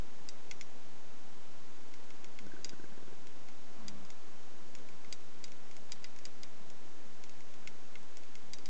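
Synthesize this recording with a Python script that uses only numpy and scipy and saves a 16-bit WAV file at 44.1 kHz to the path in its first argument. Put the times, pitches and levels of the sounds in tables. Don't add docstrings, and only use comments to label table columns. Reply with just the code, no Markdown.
import sys
import numpy as np
from scipy import signal
from scipy.fft import rfft, irfft
from scipy.io import wavfile

SR = 44100
rng = np.random.default_rng(int(sys.argv[2]) if len(sys.argv) > 2 else 0)


def master_out(mix):
    frames = np.transpose(np.atleast_2d(mix))
    ceiling = np.clip(frames, -1, 1)
    pcm = np.round(ceiling * 32767).astype(np.int16)
    wavfile.write(sys.argv[1], SR, pcm)


N = 383229

# pitch in Hz, base ring time (t60) in seconds,
# weight in a snap in dB, weight in a tick in dB.
WALL_MODES = [(1485, 0.048, -4, -1), (2040, 0.048, 3, 3), (2205, 0.022, -5, 5), (2355, 0.072, 3, -3),
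              (2565, 0.012, -8, 0), (2810, 0.045, -2, -6), (3350, 0.016, -2, -2), (3495, 0.04, -21, -10),
              (3800, 0.097, 7, -10), (4315, 0.013, -4, -7), (4495, 0.02, -6, -11), (4850, 0.033, 13, -31),
              (5095, 0.018, 3, -4), (5525, 0.017, -5, -4), (5810, 0.137, 5, 0), (6085, 0.006, -3, -10),
              (6470, 0.04, 5, -7), (6615, 0.012, 0, -4), (7070, 0.018, 1, -3), (7525, 0.014, -1, -14)]


def gain_of(db):
    return 10 ** (np.asarray(db) / 20)


def unit_rms(x):
    return x / np.sqrt(np.mean(x ** 2) + 1e-20)


def at_level(x, db):
    return gain_of(db) * x / np.sqrt(np.sum(x ** 2) / 441 + 1e-20)


def add(mix, start, sound):
    part = mix[round(start * SR):][:len(sound)]
    part += sound[:len(part)]


def band(x, lo_hz, hi_hz, order=2):
    return signal.sosfilt(signal.butter(order, [lo_hz, hi_hz], "bandpass", fs=SR, output="sos"), x)


def ring(t, hz, t60):
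    return np.sin(2 * np.pi * hz * t) * gain_of(-60 * t / t60)


def three_band_eq(sound, levels_db):
    edges_hz = [1200, 3000, 5600, 8200]
    padded = 2 * len(sound)
    spectrum, hz = rfft(sound, padded), np.fft.rfftfreq(padded, 1 / SR)
    power = np.histogram(hz, edges_hz, weights=abs(spectrum) ** 2)[0] / (len(sound) * 441)
    centres_hz = np.convolve(edges_hz, [.5, .5], "valid")
    boost_db = np.interp(hz, centres_hz, levels_db - 10 * np.log10(power))
    return irfft(spectrum * gain_of(boost_db))[:len(sound)]


def room_hiss():
    # frequency in Hz, relative noise density in dB.
    room_curve = [(25, -15.5), (60, -12), (90, -6), (150, -5.5), (200, -1), (250, -1.5), (420, -4),
                  (700, -7), (950, -8), (1200, -10.5), (1700, -12), (2800, -15.5), (5600, -18),
                  (6700, -18.5), (7800, -22.5), (8600, -36.5)]
    hz, t = np.fft.rfftfreq(N, 1 / SR), np.arange(N) / SR
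    points_hz, points_db = np.transpose(room_curve)
    colour = gain_of(np.interp(np.log(hz + 1), np.log(points_hz), points_db))
    noise = unit_rms(irfft(rfft(rng.standard_normal(N)) * colour, N))
    low = irfft(rfft(noise) / (1 + (hz / 1600) ** 2), N)
    drift = sum(np.sin(2 * np.pi * (f * t + rng.random())) / np.sqrt(f) for f in np.geomspace(.5, 6, 20))
    low_db = 0.9 - 0.1164 * t + 0.16 * unit_rms(drift)
    return gain_of(-58) * (noise - low + low * gain_of(low_db))


def electronic_whine():
    # pitch in Hz, rms level in dB.
    tones = [(2665, -84.5), (3112, -82.5), (3558, -87), (5335, -88), (6223, -82.5), (6665, -80.5),
             (7709, -95), (8296, -107)]
    t = np.arange(N) / SR
    return sum(gain_of(db) * np.sqrt(2) * np.sin(2 * np.pi * (hz * t + rng.random())) for hz, db in tones)


def low_hum():
    # start in seconds, length in seconds, level of the tone in dB.
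    swells = [(2.40, 0.11, -60), (3.771, 0.293, -57.5)]
    rise_s, fall_s = 0.025, 0.037
    settled_hz, sag_hz = 194.6, 48
    out = np.zeros(N)
    for start, length, db in swells:
        t = np.arange(0, length, 1 / SR)
        envelope = gain_of(db) * np.clip(np.minimum(t / rise_s, (length - t) / fall_s), 0, 1)
        hz = settled_hz + sag_hz * np.exp(-t / (0.269 * length))
        tone = np.sqrt(2) * np.sin(2 * np.pi * np.cumsum(hz) / SR)
        rumble = unit_rms(band(rng.standard_normal(SR), 85, 296))[:len(t)]
        add(out, start, envelope * (tone + gain_of(-2.5) * rumble))
    return out


def hand_rustle():
    rise_s, decay_s = 0.015, 0.39
    out, t = np.zeros(N), np.arange(SR) / SR
    envelope = gain_of(-61) * np.minimum(t / rise_s, 1) * np.exp(-t / decay_s)
    rub = unit_rms(band(rng.standard_normal(SR), 650, 1400))
    add(out, start=3.755, sound=envelope * rub)
    return out


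def skin_squeak(t, db):
    tone = ring(t, hz=1550 * (1 + 0.018 * rng.standard_normal()), t60=0.028)
    return at_level(tone * (1 - np.exp(-t / .0015)), db)


def grip_creak():
    # start in seconds, relative level in dB.
    slips = [(2.467, -50.5), (2.536, -50.5), (2.591, -51.5), (2.658, -51.5), (2.724, -53), (2.732, -47),
             (2.797, -48), (2.84, -47), (2.922, -51.5), (2.977, -52.5), (3.027, -53.5), (3.079, -51),
             (3.127, -50)]
    # start in seconds, level in dB.
    lone_squeaks = [(2.517, -55.5), (2.565, -56.5)]
    out, t = np.zeros(N), np.arange(SR // 10) / SR
    for start, db in slips:
        pitch = 1 + 0.15 * rng.standard_normal()
        thud = band(ring(t, hz=340 * pitch, t60=0.021) + 0.24 * ring(t, hz=202, t60=0.072), 150, 1100)
        rub = band(rng.standard_normal(len(t)), 180, 750, order=1) * np.exp(-t / 0.033)
        add(out, start, at_level(thud, db - 2) + skin_squeak(t, db - 12.5) + at_level(rub, db - 11.5))
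    for start, db in lone_squeaks:
        add(out, start, skin_squeak(t, db))
    return out


def pinpricks(per_s=3, size_db=-41, spread_db=3):
    sizes = gain_of(size_db + spread_db * np.clip(rng.standard_normal(N), -2, 2))
    impulses = sizes * (rng.random(N) < per_s / SR)
    return band(impulses, 2500, 7500)


def faint_ticks(first_s=1.8, last_s=8.4, per_s=1.1, db=-61, spread_db=1.5):
    span_s = last_s - first_s
    draws = rng.random((round(per_s * span_s), 3))
    return [(first_s + when * span_s, db + spread_db * (2 * size - 1), spread_db * (2 * colour - 1))
            for when, size, colour in draws]


def looseness_db(start):
    return 0 if 1 < start < 8.45 else 4


def wall_click(weights_db, bands_db, ring_scale, detune, room_t60):
    t = np.arange(SR // 5) / SR
    hz, t60 = np.transpose(WALL_MODES)[:2, :, None]
    hz = hz + detune / t60 * rng.standard_normal(hz.shape)
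    age = np.maximum(t - 0.000617 * rng.random(hz.shape), 0)
    modes = (gain_of(weights_db)[:, None] / t60 * ring(age, hz, t60 * ring_scale)).sum(0)
    tail = band(rng.standard_normal(len(t)), 1800, 7500) * gain_of(-60 * t / room_t60)
    tail *= 1 - np.exp(-t / 0.0029)
    click = at_level(modes, db=0) + at_level(tail, db=-11.5)
    return three_band_eq(click, bands_db)


def tube_wall():
    # start in seconds, relative level in dB, brightness in dB.
    snaps = [(0.2879, -42, 1.5), (2.6453, -37.5, 1.5), (2.693, -45.5, -.5), (3.8818, -41, 1),
             (4.0497, -56, -4), (5.126, -39, 0), (5.4407, -42, .5), (5.92, -39, .5), (6.043, -42, -5),
             (6.2534, -42, 0), (6.4328, -44, -1.5), (8.5341, -40.5, 0.5), (8.5848, -51, -3),
             (8.6576, -44.5, -0.5)]
    # start in seconds, relative level in dB, brightness in dB.
    ticks = [(0.5117, -43.5, -.5), (0.6105, -45.5, 0), (1.9385, -55.5, -1), (2.1046, -57, -2),
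             (2.2435, -52.5, 0.5), (2.388, -51, -3.5), (3.27, -56.5, 0.5), (3.4855, -57.5, -0.5),
             (4.1029, -52.5, 2.5), (4.751, -52, 2), (4.8876, -58.5, -2), (5.0459, -60.5, -6),
             (5.5189, -56, 1), (5.712, -57, 1), (5.7663, -55.5, 2), (6.188, -55.5, 3), (6.7006, -56.5, 3),
             (7.238, -53, 1), (7.294, -57, 1), (7.6739, -46, -2.5), (7.9548, -55.5, -8.5), (8.17, -54, 4.5),
             (8.3537, -52.5, 0)]
    snap_colour_db, tick_colour_db = np.array([-7.5, 0, -2.5]), np.array([1.5, 0, -1])
    tilt = np.array([-1, 0, 1])
    t60, snap_weights_db, tick_weights_db = np.transpose(WALL_MODES)[1:]
    sustain = t60 / t60.max()
    out = np.zeros(N)
    for start, db, bright_db in snaps:
        weights_db = snap_weights_db + looseness_db(start) * sustain
        bands_db = db + snap_colour_db + bright_db * tilt
        add(out, start, wall_click(weights_db, bands_db, ring_scale=0.78, detune=0.2, room_t60=0.073))
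    for start, db, bright_db in ticks + faint_ticks():
        weights_db = tick_weights_db + looseness_db(start) * sustain
        bands_db = db + tick_colour_db + bright_db * tilt
        ring_scale = 0.95 + 0.1 * looseness_db(start)
        add(out, start, wall_click(weights_db, bands_db, ring_scale, detune=0.65, room_t60=0.057))
    return gain_of(-5) * band(out, 1280, 8200, order=6)


def scene():
    handling = tube_wall() + pinpricks() + grip_creak() + hand_rustle()
    return (handling + room_hiss() + electronic_whine() + low_hum())[None]


def record(dry):
    offset, cutoff_hz = -.046, 8700
    low_pass = signal.firwin(511, cutoff_hz, window=("kaiser", 9), fs=SR)
    return signal.oaconvolve(dry + offset, low_pass[None], "same")


dry = scene()
out = record(dry)
master_out(out)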